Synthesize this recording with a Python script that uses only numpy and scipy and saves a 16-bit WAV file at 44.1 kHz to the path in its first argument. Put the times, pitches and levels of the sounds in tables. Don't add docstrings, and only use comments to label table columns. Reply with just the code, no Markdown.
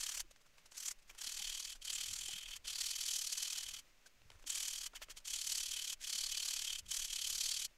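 import sys
import numpy as np
from scipy import signal
from scipy.fft import rfft, irfft
from scipy.io import wavfile

SR = 44100
rng = np.random.default_rng(int(sys.argv[2]) if len(sys.argv) > 2 else 0)


def ratio(d):
    e = np.asarray(d, float) / 20
    return 10 ** e


def persist_wave(psi):
    counts = np.round(np.clip(psi, -1, 1) * 32767).astype(np.int16)
    wavfile.write(sys.argv[1], SR, np.atleast_2d(counts).T)


N = 342657


def rms_one(x):
    return x / np.sqrt(np.mean(x ** 2) + 1e-20)


def in_time(rows):
    s, *columns = np.transpose(rows)
    return [np.interp(np.arange(N) / SR, s, c) for c in columns]


def drift(rate_hz):
    r = np.exp(-2 * np.pi * rate_hz / SR)
    noise = rng.standard_normal(N + SR)
    return rms_one(signal.lfilter([1], [1, -2 * r, r * r], noise)[SR:])


def colour(x, points, size=8192):
    hz, db = np.transpose(points)
    grid = np.maximum(np.arange(size // 2 + 1) * SR / size, 1)
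    curve_db = np.interp(np.log(grid), np.log(hz), db, left=db[0] - 20)
    cepstrum = irfft(curve_db * np.log(10) / 20)
    cepstrum[1:size // 2] *= 2
    cepstrum[size // 2 + 1:] = 0
    impulse = irfft(np.exp(rfft(cepstrum)))
    return rms_one(signal.fftconvolve(x, impulse)[:N])


def resonance(x, hz, width_hz):
    r = np.exp(-np.pi * width_hz / SR)
    zeros = (1 - r * r) / 2 * np.array([1, 0, -1])
    poles = [1, -2 * r * np.cos(2 * np.pi * hz / SR), r * r]
    return signal.lfilter(zeros, poles, x)


def grit(per_s, spread_db):
    sizes = ratio(spread_db * np.minimum(rng.exponential(1, N), 3.2)) * rng.choice([-1, 1], N)
    return rms_one(sizes * (rng.random(N) < per_s / SR))


def swells(times, level_db, length_ms, rise, fall, lean):
    power, around = np.zeros(N + SR), np.arange(-SR // 16, SR // 16)
    before = around < 0
    steepness = np.where(before, rise, fall)
    stretch = np.where(before, 1 / lean, lean)
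    for s, db, ms in zip(times, level_db, length_ms):
        u = np.abs(around) / SR / (ms / 1000) / stretch
        power[round(s * SR) + SR // 2 + around] += ratio(2 * db) * np.exp(-u ** steepness)
    return np.sqrt(power[SR // 2:SR // 2 + N])


def noise_band(order, low_hz, high_hz):
    band = signal.butter(order, [low_hz, high_hz], "band", fs=SR, output="sos")
    return rms_one(signal.sosfilt(band, rng.standard_normal(N + SR))[SR:])


def background():
    # f/Hz, density/dB
    room = [(60, -9), (266, -7), (700, -11.5), (2400, -6.5), (3960, -12), (6500, -12), (9500, -21),
            (15700, -22)]
    # t/s, sway level/dB, lumps level/dB
    rumble_curve = [(0.0, -59, -77), (0.13, -66, -91), (0.26, -57, -71), (0.37, -77, -82.5),
                    (1.38, -59.5, -87), (1.64, -62.5, -89), (2.08, -61.5, -70.5), (3.55, -66, -87),
                    (3.66, -65, -68.5), (4.11, -77, -92), (4.18, -63.5, -70.5), (4.76, -62.5, -80),
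                    (6.77, -61, -80), (6.84, -62, -67), (7.06, -61, -86), (7.29, -59, -75.5),
                    (7.68, -67, -79), (7.77, -76, -95)]
    above = signal.butter(3, 110, "high", fs=SR, output="sos")
    air = rms_one(signal.sosfilt(above, colour(rng.standard_normal(N), room)))
    air = air + ratio(-15.5) * rms_one(resonance(rng.standard_normal(N), 588, 43))
    air = air + ratio(-14) * rms_one(resonance(rng.standard_normal(N), 2620, 250))
    sway_db, lumps_db = in_time(rumble_curve)
    sway = ratio(sway_db - 1.5 + 2.1 * drift(7.5)) * noise_band(3, 7, 31)
    lumps = ratio(lumps_db - 2.0 + 3.0 * drift(9.4)) * noise_band(2, 30, 115)
    return ratio(-72 + 0.91 * drift(4.4)) * air + sway + lumps


def taps():
    # t/s, peak level/dB, upper edge f/Hz (dull to bright)
    ticks = [(.311, -65, 3000), (0.361, -52, 5000), (0.5823, -51, 4000), (0.7203, -45.5, 7000),
             (1.098, -52, 3500), (1.1107, -47.5, 9000), (1.1495, -47.5, 8000), (4.2181, -53.5, 3500),
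             (4.302, -43.5, 5000), (4.317, -51, 5000), (4.4408, -49.5, 3000), (4.9338, -52, 4000),
             (5.018, -40.5, 3000), (5.0852, -47, 2500), (5.0986, -43, 9000), (5.171, -45.5, 7000)]
    # t/s, peak level/dB, pitch f/Hz, length/ms
    knocks = [(.177, -61, 604, 4.8), (.25, -67, 336, 9.4), (.313, -57.5, 598, 1.9), (.723, -64, 560, 3.5),
              (1.102, -53, 2370, 3.0), (1.41, -68, 190, 7), (2.13, -66.5, 210, 8), (4.46, -67, 290, 8.3),
              (1.277, -63, 261, 3.7), (1.407, -59, 820, 6.5), (2.115, -56, 91, 12), (2.161, -67, 132, 6.4),
              (2.289, -58.5, 368, 3.3), (2.293, -55.5, 792, 4.9), (2.34, -59.5, 122, 7.1),
              (2.361, -62.5, 178, 6.9), (2.595, -66, 80, 8.8), (3.691, -70, 68.6, 25),
              (4.064, -56, 1560, 3.9), (4.36, -61.5, 80, 14), (5.021, -56, 606, 4.7),
              (5.087, -54.5, 606, 2.2), (6.154, -67, 220, 10.5), (6.829, -60, 79.5, 9.2)]
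    out, t = np.zeros(N), np.arange(SR // 10) / SR
    for s, peak_db, hz in ticks:
        crack = rng.standard_normal(len(t)) * np.exp(-t / 0.0023)
        crack = signal.lfilter(*signal.butter(2, [300, hz], "band", fs=SR), crack)
        out[round(s * SR):round(s * SR) + len(t)] += ratio(peak_db) * crack / np.abs(crack).max()
    for s, peak_db, hz, ms in knocks:
        note = np.sin(2 * np.pi * hz * t) * np.exp(-((t - t[-1] / 2) * 1000 / ms) ** 2)
        out[round(s * SR) - len(t) // 2:][:len(t)] += ratio(peak_db) * note
    return out


def brushes():
    # t/s, peak level/dB, low share level/dB, length/ms
    rubs = [(0.3085, -38, -26, 4.6), (0.3616, -50, -22, 7), (0.4094, -47, -23, 7.6),
            (0.46, -47.5, -14.5, 7.3), (0.5806, -43.5, -22, 8), (0.6569, -40.5, -25, 5.9),
            (0.7537, -31.5, -32, 16), (0.9877, -46, -31, 6.5), (1.0211, -45, -26, 4.4),
            (1.0779, -45, -33, 5.9), (1.1483, -45, -17, 7.3), (1.755, -38.5, -18.5, 7.1),
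            (2.6509, -30.5, -29, 8.2), (4.061, -36, -24, 6.6), (4.3194, -48.5, -16, 15),
            (4.3494, -53, -10, 9), (4.3919, -46, -16, 5.3), (4.4223, -41.5, -22, 4.6),
            (4.934, -47, -5.5, 4.2), (5.087, -44, -18, 5.6), (5.1994, -44, -23, 4.4),
            (6.021, -26.5, -40, 17)]
    # f/Hz, density/dB
    bright_spectrum = [(1500, -8), (3000, -5), (6500, -3), (9000, -8), (16000, -24)]
    # f/Hz, density/dB
    low_spectrum = [(150, -8.5), (600, -2.5), (1500, 3), (2500, -17), (4000, -42)]
    s, peak_db, low_db, length_ms = np.transpose(rubs)
    s, length_ms = s + 0.004, np.clip(length_ms, 3, 20)
    grain = grit(7000, spread_db=5.0)
    high = swells(s, peak_db - 23.5, length_ms, rise=1.8, fall=2.1, lean=1.5)
    low = swells(s, peak_db + low_db - 7.5, length_ms, rise=2.9, fall=2.5, lean=0.88)
    return high * colour(grain, bright_spectrum) + low * colour(grain, low_spectrum)


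def strokes(bout):
    stroke_s = .0263
    push_early_s = 0.00053
    push_dull_db, dull_per_db = -0.05, 1.6
    s, level_db, push_db, ring_db = np.transpose(bout)
    number = np.r_[0, np.cumsum(np.maximum(np.round(np.diff(s) / stroke_s), 1))]
    k = np.arange(number[-1] + 1)
    s, level_db, push_db, ring_db = (np.interp(k, number, c) for c in (s, level_db, push_db, ring_db))
    push = (-1) ** k
    chance = rng.standard_normal((3, len(k)))
    s = s - push_early_s * push + .001 * chance[0]
    ring_db = ring_db - (push_dull_db + dull_per_db * push_db) * push + 1.2 * chance[2]
    return s, level_db + push_db * push + .8 * chance[1], ring_db


def hand_speed():
    # t/s, pressure as level/dB, push over pull level/dB, ring over hiss level/dB
    first_edge = [
        [(-.017, -36.5, 2.6, -9), (.177, -39, .9, -12), (.203, -37, 1.5, -10)],
        [(.781, -42.9, 2, -17), (.859, -39, -1.5, -10), (.913, -39.5, 2, -23)],
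        [(1.189, -45.5, -3, -9.5), (1.245, -40, -1, -8), (1.526, -41, 0, -3), (1.627, -44, 3, -6),
         (1.726, -44, 0.5, -1.5), (1.757, -55.5, -1, -7)],
        [(1.827, -46.5, -3.5, -5.5), (1.904, -39, 0.8, -3.5), (1.987, -39, -0.5, -3.5), (2.163, -40.5, 1, -6.5),
         (2.338, -42, 0, -1.5), (2.436, -51, 4, 5), (2.564, -45, -2.8, -2.5)],
        [(2.655, -54, -3, 2), (2.681, -40, -1.5, -0.2), (2.76, -39.5, 0.5, -7.9), (2.84, -34.5, 2.2, -11),
         (2.937, -40, 2, -4.5), (3.164, -34, 0.5, -11.5), (3.329, -39, 3.5, -8.5), (3.48, -37.5, 2.5, -7),
         (3.793, -47, 1.6, -2.7)],
    ]
    second_edge = [
        [(4.475, -39, -.5, -7), (4.555, -36, -0.31, -7.5), (4.708, -38.5, 1.4, -8), (4.866, -41.5, -.9, -6)],
        [(5.257, -46, -0.4, -5), (5.28, -40.5, -0.22, -6), (5.336, -36, 0.13, -5), (5.418, -38, 1.5, -9),
         (5.526, -33, 1.7, -9.7), (5.688, -39, -.7, -5), (5.768, -38, -.7, -4), (5.93, -38, 0.48, -6)],
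        [(6.046, -43.5, 0, -2.6), (6.076, -37, 0.2, -5.8), (6.213, -36, -0.5, -9), (6.349, -39.5, 3, -3.5),
         (6.458, -35.3, -0.3, -8.5), (6.758, -40.5, -0.7, -0.5), (6.79, -40.1, -0.5, -6.5)],
        [(6.864, -58.5, -0.37, -2), (6.918, -34.5, -0.61, -9.5), (7.051, -38, -.4, -5),
         (7.08, -45.5, 0.19, -3.5), (7.135, -37, -0.088, -5.5), (7.22, -38.4, -0.82, -3.5),
         (7.302, -35, -0.034, -11), (7.439, -34, 1, -9.5), (7.65, -38.5, -1.3, -5)],
    ]
    # t/s at top speed, level/dB, ring level/dB
    wipes = [
        (.721, -58, -17),
        (1.1, -57.5, -18),
        (4.959, -48, -3),
        (5.025, -47.5, -12),
        (5.106, -47.5, -7),
        (5.174, -49, -6),
    ]
    bouts = [strokes(bout) for bout in first_edge + second_edge]
    s, level_db, ring_db = np.hstack(bouts)
    turns = np.hstack([(b[0][1:] + b[0][:-1]) / 2 for b in bouts])
    turn_db = np.hstack([(b[1][1:] + b[1][:-1]) / 2 for b in bouts])
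    wipe_s, wipe_db, wipe_ring_db = np.transpose(wipes)
    speed = swells(s, level_db + 0.56, np.full(len(s), 5.2), rise=1.71, fall=1.44, lean=1.006)
    speed += swells(wipe_s, wipe_db + 0.3, np.full(len(wipe_s), 7.5), rise=1.6, fall=2.1, lean=1.48)
    drag = swells(turns, turn_db - 13.0, np.full(len(turns), 11.5), rise=11.0, fall=5.3, lean=0.53)
    s, ring_db = np.r_[s, wipe_s], np.r_[ring_db, wipe_ring_db]
    order = np.argsort(s)
    return np.hypot(speed, drag), np.interp(np.arange(N) / SR, s[order], ring_db[order])


def sanding():
    # t/s, low scrape level/dB, cupped-paper level/dB, air-pocket level/dB
    paper_lie = [(.04, -18, -7, -2), (.17, -12.5, -9.7, 4), (.85, -18, -14, 7), (1.1, -4, -20, 0),
                 (1.25, -18, -2, -4), (2.25, -21, -4.5, 5.5), (2.5, -11.5, -4.5, -11),
                 (2.75, -21, 0.5, -21), (3.15, -26, -3.5, -6), (3.75, -16, -5, -20),
                 (4.5, -19.5, -7.5, 5.5), (4.8, -20.5, -5, -8), (5.0, -2.5, -4, -10),
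                 (5.35, -25.5, -5.5, 4), (5.9, -22, -5, -15), (6.35, -24, -0.5, -21), (6.9, -20, -7.5, -5),
                 (7.4, -28.5, -2.5, -24)]
    # f/Hz, bandwidth/Hz, level/dB
    disc_modes = [(565, 20, -31), (1110, 230, -42), (2564, 287, -9), (3003, 81, 1), (3224, 200, 0),
                  (3840, 430, -16.5)]
    # f/Hz, density/dB
    disc_broad = [(200, -27), (500, -18), (1000, -7), (1600, -1.5), (2200, 0.5), (3500, -0.5), (5000, -15)]
    # f/Hz, density/dB
    hiss_spectrum = [(2500, -33), (3800, -10.5), (5000, -3.5), (5750, 1.5), (7100, 0), (8500, -5),
                     (10000, -17), (12000, -34.5)]
    # f/Hz, density/dB
    sheen_spectrum = [(7000, -39.5), (9500, -0.5), (11400, 5), (12500, -3.5), (13600, -6.5), (15000, -19),
                      (16500, -8)]
    speed, ring_db = hand_speed()
    scrape_db, cup_db, pocket_db = in_time(paper_lie)
    speed = speed * ratio(0.94 * drift(140))
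    contacts, finer = grit(12000, spread_db=2.0), grit(16000, spread_db=-0.5)
    drive = speed * ratio(ring_db - 2.5 + 0.74 * drift(85)) * contacts
    modes = np.zeros(N)
    for k, (hz, width_hz, db) in enumerate(disc_modes):
        modes += (-1) ** k * ratio(db) * resonance(drive, hz, width_hz)
    ring = rms_one(modes) * np.std(drive)
    scrape = ratio(scrape_db + 2 + 0.5 * drift(75)) * colour(finer, disc_broad)
    cup = ratio(cup_db - 5.5 + 2.0 * drift(40)) * rms_one(resonance(finer, 4427, 610))
    pocket = ratio(pocket_db - 17.5 + 5.3 * drift(40)) * rms_one(resonance(finer, 7130, 780))
    hiss = ratio(-4.5 + 0.63 * drift(31)) * colour(contacts, hiss_spectrum)
    brightness = (speed / ratio(-47.5)) ** 0.029
    sheen = ratio(-12) * brightness * colour(finer, sheen_spectrum)
    return ring + speed * (scrape + cup + pocket + hiss + sheen)


def scene():
    return (background() + taps() + brushes() + sanding())[None]


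def roll_off(x):
    return signal.sosfilt(signal.butter(12, 15720, fs=SR, output="sos"), x)


def record(dry):
    ceiling, offset = .085, 3e-4
    top = signal.ellip(10, .5, 60, 15750, fs=SR, output="sos")
    rounded = ceiling * np.tanh(dry / ceiling)
    return roll_off(signal.sosfilt(top, rounded) + offset)


dry = scene()
out = record(dry)
persist_wave(out)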